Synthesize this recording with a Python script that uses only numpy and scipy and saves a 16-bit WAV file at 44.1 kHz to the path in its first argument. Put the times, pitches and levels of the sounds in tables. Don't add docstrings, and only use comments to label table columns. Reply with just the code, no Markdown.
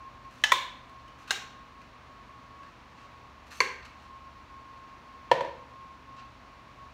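import sys
import numpy as np
from scipy import signal
from scipy.fft import rfft, irfft, next_fast_len
from scipy.io import wavfile
from scipy.ndimage import map_coordinates

SR = 44100
rng = np.random.default_rng(int(sys.argv[2]) if len(sys.argv) > 2 else 0)


def natural_amplitude(level_db):
    exponent = np.asarray(level_db, float) / 20
    return 10 ** exponent


def wrap_up_sound(samples):
    columns = np.atleast_2d(samples).T
    tamed = np.clip(columns, -1, 1)
    steps = np.round(tamed * 32767).astype(np.int16)
    wavfile.write(sys.argv[1], SR, steps)


N = 305613

# start in seconds, peak in dB, rise in ms, crack in dB, room answer in dB.
KNOCKS = [
    (0.4376, -6.5, 1.9, -9, -6.5),
    (0.5186, -2.5, 3.1, -9.5, -7),
    (1.307, -12, 1.2, -8.5, -5),
    (3.604, -5, 0.59, -12, -6),
    (5.314, -4.5, 1.8, -12.5, -7.5),
]
# frequency in Hz, width in Hz, level in dB.
RIM_MODES = [(607, 94.6, -34.5), (894, 87, -10), (1247, 120, -17), (1733, 64, 5), (2000, 70, -1.5),
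             (2630, 37, -2.5), (3080, 75, -4.5), (3776, 160, -15), (4030, 200, -11.5), (5520, 170, -20.5),
             (6470, 360, -18)]
WALL_MODES = [(400, 65, -14.5), (518, 93, -11), (1045, 59, 5), (1310, 99, -12), (1574, 90, -20),
              (1946, 70, -4), (3420, 70, -13.5), (3597, 67, -12), (4140, 130, -19), (2260, 80, -15.5),
              (5500, 240, -25), (9750, 230, -36)]
TILTED_RIM_MODES = [(414, 90, -18), (602, 91, -19), (840, 290, -12.5), (1595, 68, 0), (2835, 23.5, 1.5),
                    (3836, 270, -6.5), (4200, 230, -8.5), (5240, 160, -11.5), (6630, 300, -20.5)]
TILTED_WALL_MODES = [(386, 56, -10), (516, 85, -10), (1047, 58, 4), (1172, 120, -4), (1610, 97, -5.5),
                     (1840, 104, -14), (2224, 98, 0.5), (2720, 120, -13), (4390, 200, -5.5),
                     (6150, 720, -19)]
BASE_MODES = [(141, 26, -22.5), (354, 27, -11), (530, 48, -0.5), (670, 150, -10), (955, 86, -1.5),
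              (1800, 72, -17), (3150, 540, -28), (4210, 250, -30)]
# frequency in Hz, density in dB per Hz.
CRACK_SPECTRA = [
    [(250, -51), (600, -15), (1900, -9), (2400, -17), (3000, -2.5), (4000, -17), (4600, -16), (5300, -13),
     (6600, -16), (8000, -26), (16000, -37)],
    [(200, -58), (400, -19.5), (700, -14.5), (2100, -6), (3100, -13.5), (3650, -11.5), (4800, -19),
     (7000, -19), (8500, -25.5), (16000, -31.5)],
    [(200, -47), (500, -15), (1600, -3), (2300, -6), (2900, -8.5), (4000, -11.5), (4700, -14), (5400, -9.5),
     (6800, -11), (8500, -20.5), (16000, -29)],
    [(150, -59), (400, -21), (750, -19.5), (2100, -1), (2900, -13), (3700, -18.5), (4400, -16), (5200, -21),
     (6100, -15), (7500, -24.5), (16000, -38)],
    [(80, -37), (400, -5), (1300, -9), (1900, -7), (3200, -15), (4200, -18.5), (6500, -28.5), (8000, -34.5),
     (16000, -49)],
]
# start in seconds, peak in dB.
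ROCKS = [
    (5.4072, -19.5),
    (5.447, -27),
]
# start in seconds, frequency in Hz, width in Hz, level in dB.
SHADED_MODES = [
    (0.52, 3540, 330, -20),
    (0.52, 1060, 110, -21),
    (3.605, 2170, 170, -24),
]
# start in seconds, peak in dB, pitch in Hz, edge click in dB.
TICKS = [(0.249, -47, 2490, -25), (0.383, -54, 3500, -12), (0.415, -51, 3020, -10), (0.894, -55, 4100, -9),
         (0.997, -53, 4200, -25), (1.080, -46, 3000, -17), (1.279, -41, 1540, -26), (1.298, -37, 3590, -28),
         (1.815, -44, 2500, -22), (2.631, -44, 1630, -30), (2.982, -52, 2000, -30),
         (3.515, -36.5, 1800, -30), (3.568, -46, 4370, -22), (3.826, -41, 2070, -40),
         (3.853, -57, 2830, -18)]
# start in seconds, length in seconds, level in dB, edge hiss in dB.
SLIDES = [(0.3, 0.16, -62, -10.5), (1.177, .08, -60.5, -13), (1.271, 0.047, -49.5, -13),
          (2.605, .1, -68, -24), (2.96, 0.11, -61.5, -22), (3.462, 0.036, -58.5, -12),
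          (3.503, 0.042, -49, -11), (3.532, 0.071, -56.5, -3.5), (3.846, 0.026, -47, -16),
          (3.972, 0.096, -63, -16), (6.16, .06, -55.5, -36)]
# frequency in Hz, density in dB per Hz.
RUB_SPECTRUM = [(710, -40), (1200, 8.5), (2320, -3.5), (2610, 7), (3310, -7), (4170, -1.5), (8000, -19),
                (10400, -43.5), (17600, -120)]
EDGE_SPECTRUM = [(3530, -26), (6000, 2.5), (7610, -8), (12800, -9.5), (16000, -19)]
# start in seconds, length in seconds, level in dB, pitch in Hz.
WHINE_SWELLS = [(0.009, 0.088, -46.5, 1074), (0.107, .12, -54.5, 1076), (0.244, 0.055, -48.5, 1077),
                (0.893, 0.077, -53, 1085), (0.965, 0.16, -52, 1078), (1.198, 0.045, -55, 1085),
                (1.412, 0.068, -48, 1079), (1.49, 0.18, -54, 1081), (1.732, 0.09, -56.5, 1089),
                (1.914, 0.19, -59, 1096), (2.097, 0.14, -53.5, 1093), (2.267, 0.21, -55, 1096),
                (2.503, 0.11, -54, 1103), (2.599, 0.091, -49.5, 1108), (2.978, 0.088, -52.5, 1101),
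                (3.102, 0.17, -55, 1093), (3.347, 0.11, -57.5, 1085), (3.52, .08, -58, 1089),
                (3.941, 0.052, -52.5, 1081), (4.053, 0.13, -50, 1076), (4.204, 0.23, -54, 1080),
                (4.502, 0.11, -48, 1080), (4.616, 0.37, -51.5, 1075), (5.045, 0.27, -51, 1080),
                (5.578, 0.069, -51.5, 1075), (5.71, 0.26, -51.5, 1074), (5.973, 0.097, -58, 1084),
                (6.075, .23, -50, 1081), (6.441, 0.17, -55, 1088), (6.772, 0.11, -51.5, 1100)]
# frequency in Hz, level in dB, width in Hz.
HUM_TONES = [(48.7, -66.5, 16), (72.3, -65, 2.1), (120.5, -66, 6), (250, -72, 4.11)]
# frequency in Hz, density in dB per Hz.
AIR_SPECTRUM = [(24, -38), (40, -17), (60, -10.5), (150, -15), (260, -12.5), (400, -20.5), (600, -17),
                (860, -17.5), (1050, -10.5), (1350, -18.5), (2600, -23), (3200, -28), (4400, -30),
                (5000, -33), (7000, -41.5), (7800, -48), (10300, -51.5), (15800, -54)]
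# frequency in Hz, 60 dB decay time in seconds, level in dB.
KITCHEN_DECAY = [(150, 0.514, 6.5), (483, 0.51, -0.5), (1310, 0.59, -5.5), (3380, 0.54, -1),
                 (7100, 0.42, -3), (9920, 0.34, -5), (15280, 0.39, -5.5)]
# frequency in Hz, gain in dB.
HOUSING_RESPONSE = [(4500, 0), (4900, -2.5), (5400, 0.5), (9800, 1.5), (10300, -4), (10900, -0.5)]

HOLD_MS, HOLD_MS_PER_DB = 6.8, 0.7
SLOW_MODE_HZ = 350
PRESS_S, LIFT_S, MID_STROKE_DB = 0.008, 0.015, 1
SWELL_EDGE_S, BETWEEN_SWELLS_DB, WHINE_DB = 0.023, -62.5, -0.5
AIR_DB = -53.5
TOP_HZ = 15950


def unit(x):
    return x / np.sqrt(np.mean(x ** 2) + 1e-20)


def along(hz, points, axis=1):
    rows = np.transpose(points)
    return np.interp(np.log(hz + 1), np.log(rows[0] + 1), rows[axis])


def coloured(size, spectrum):
    m = next_fast_len(size + 2048)
    gain = natural_amplitude(along(np.fft.rfftfreq(m, 1 / SR), spectrum))
    return unit(irfft(rfft(rng.standard_normal(m)) * gain, m)[:size])


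def wobble(rate_hz):
    knots = rng.standard_normal(int(N * rate_hz / SR) + 4)
    return map_coordinates(knots, [np.arange(N) * rate_hz / SR])


def add(track, start_s, sound):
    part = track[round(start_s * SR):][:len(sound)]
    part += sound[:len(part)]


def knock(rings, crack, rise_ms, hold_ms, crack_db):
    t = np.arange(SR // 12) / SR
    hz, width_hz, db = np.transpose(rings)[..., None]
    phase = 2 * np.pi * (hz * t + rng.random(hz.shape))
    modes = natural_amplitude(db) * width_hz / 100 * np.exp(-np.pi * 0.6 * width_hz * t) * np.sin(phase)
    build_ms = rise_ms * (1000 / hz) ** 0.73
    swell = (1 - np.exp(-1000 * t / build_ms)) ** 2
    choke_ms = hold_ms * np.maximum(1, SLOW_MODE_HZ / hz)
    modes *= swell / (1 + (1000 * t / choke_ms) ** 4)
    modes /= np.abs(modes.sum(0)).max()

    snap = natural_amplitude(crack_db) * coloured(len(t), crack)
    snap *= (1 - np.exp(-t / 0.00087)) * natural_amplitude(-60 * t / 0.042)
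    crack_gain = natural_amplitude(along(np.fft.rfftfreq(len(t), 1 / SR), crack))
    blur = np.roll(irfft(crack_gain, len(t)), SR // 200)
    blur *= natural_amplitude(1.5) * np.linalg.norm(snap) / np.linalg.norm(blur)

    direct = modes.sum(0) + snap
    spread = (modes / (1 + (hz / 4000) ** 2)).sum(0) + blur
    return np.array([direct, spread]) / np.abs(direct).max()


def bowl():
    out = np.zeros(N)
    mode_sets = RIM_MODES, WALL_MODES, TILTED_RIM_MODES, TILTED_WALL_MODES, BASE_MODES
    for row, rings, crack in zip(KNOCKS, mode_sets, CRACK_SPECTRA):
        start_s, db, rise_ms, crack_db, room_db = row
        hold_ms = HOLD_MS - HOLD_MS_PER_DB * db
        direct, spread = knock(rings, crack, rise_ms, hold_ms, crack_db)
        add(out, start_s, natural_amplitude(db) * direct)
        add(out, start_s, natural_amplitude(db + room_db) * kitchen(spread))
    for start_s, db in ROCKS:
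        direct, spread = knock(BASE_MODES, CRACK_SPECTRA[-1], rise_ms=1.5, hold_ms=11, crack_db=-13)
        add(out, start_s, natural_amplitude(db) * direct)
        add(out, start_s, natural_amplitude(db - 5.0) * kitchen(spread))
    return out


def shaded():
    out, t = np.zeros(N), np.arange(SR // 20) / SR
    for start_s, hz, width_hz, db in SHADED_MODES:
        u = np.pi * width_hz * t
        ring = np.sin(2 * np.pi * hz * t) * u ** 2 * np.exp(2 - 2 * u)
        add(out, start_s, natural_amplitude(db) * kitchen(ring))
    return out


def ticks():
    out, t = np.zeros(N), np.arange(SR // 30) / SR
    for start_s, db, hz, edge_db in TICKS:
        ring = np.sin(2 * np.pi * hz * t) * natural_amplitude(-60 * t / 0.02) * (1 - np.exp(-t / 0.001))
        click = 0.5 * coloured(len(t), RUB_SPECTRUM) + natural_amplitude(edge_db) * coloured(len(t), EDGE_SPECTRUM)
        click *= (1 - np.exp(-t / 0.00119)) * natural_amplitude(-60 * t / 0.034)
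        add(out, start_s, natural_amplitude(db) * (ring + click))
    return out


def slides():
    out, t = np.zeros(N), np.arange(N) / SR
    grain = natural_amplitude(1.76 * wobble(320))
    rub = unit(grain * coloured(N, RUB_SPECTRUM))
    edge = unit(grain * coloured(N, EDGE_SPECTRUM))
    for start_s, length_s, db, edge_db in SLIDES:
        since_s, left_s = t - start_s, start_s + length_s - t
        touch = np.clip(np.minimum(since_s / PRESS_S, left_s / LIFT_S), 0, 1)
        speed = np.sin(np.pi * np.clip(since_s / length_s, 0, 1))
        out += touch * natural_amplitude(db + MID_STROKE_DB * (speed - 2)) * (rub + natural_amplitude(edge_db) * edge)
    return out


def kitchen(x):
    hz, t, z = signal.stft(rng.standard_normal(SR * 3 // 4), SR, nperseg=256)
    t60_s = along(hz, KITCHEN_DECAY)[:, None]
    level_db = along(hz, KITCHEN_DECAY, axis=2)[:, None]
    tail = signal.istft(z * natural_amplitude(level_db - 60 * t / t60_s), SR, nperseg=256)[1]
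    tail *= np.clip((np.arange(len(tail)) / SR - 0.003) / 0.0022, 0, 1)
    return signal.fftconvolve(x, tail / np.linalg.norm(tail))


def fridge():
    start_s, length_s, db, hz = np.transpose(WHINE_SWELLS)[..., None]
    t = np.arange(N) / SR
    pitch_hz = np.interp(t, (start_s + length_s / 2)[:, 0], hz[:, 0]) + 2.35 * wobble(30)
    inside_s = np.minimum(t - start_s, start_s + length_s - t)
    on = np.clip(0.5 + inside_s / SWELL_EDGE_S, 0, 1)
    level = np.maximum(natural_amplitude(BETWEEN_SWELLS_DB), (on * natural_amplitude(db + WHINE_DB)).sum(0))
    flutter = natural_amplitude(1.7 * wobble(25) + 0.34 * wobble(8))
    whine = level * flutter * np.sin(2 * np.pi * np.cumsum(pitch_hz) / SR)
    hum = np.zeros(N)
    for tone_hz, tone_db, width_hz in HUM_TONES:
        waver = 1 + 0.36 * wobble(width_hz)
        hum += natural_amplitude(tone_db) * waver * np.sin(2 * np.pi * tone_hz * t + 0.82 * wobble(width_hz))
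    return np.sqrt(2) * (whine + hum)


def air():
    return natural_amplitude(AIR_DB + 0.14 * wobble(3.3)) * coloured(N, AIR_SPECTRUM)


def scene():
    small = ticks() + slides()
    small_room = natural_amplitude(-3.0) * kitchen(small)[:N]
    return (bowl() + shaded() + small + small_room + fridge() + air())[None]


def top_cut(x):
    return signal.sosfilt(signal.butter(12, 16510, fs=SR, output="sos"), x)


def record(dry):
    hz = np.fft.rfftfreq(N, 1 / SR)
    band = np.clip((TOP_HZ - hz) / 250, 0, 1)
    mix = irfft(rfft(dry) * band * natural_amplitude(along(hz, HOUSING_RESPONSE)), N)
    return top_cut(mix)


dry = scene()
out = record(dry)
wrap_up_sound(out)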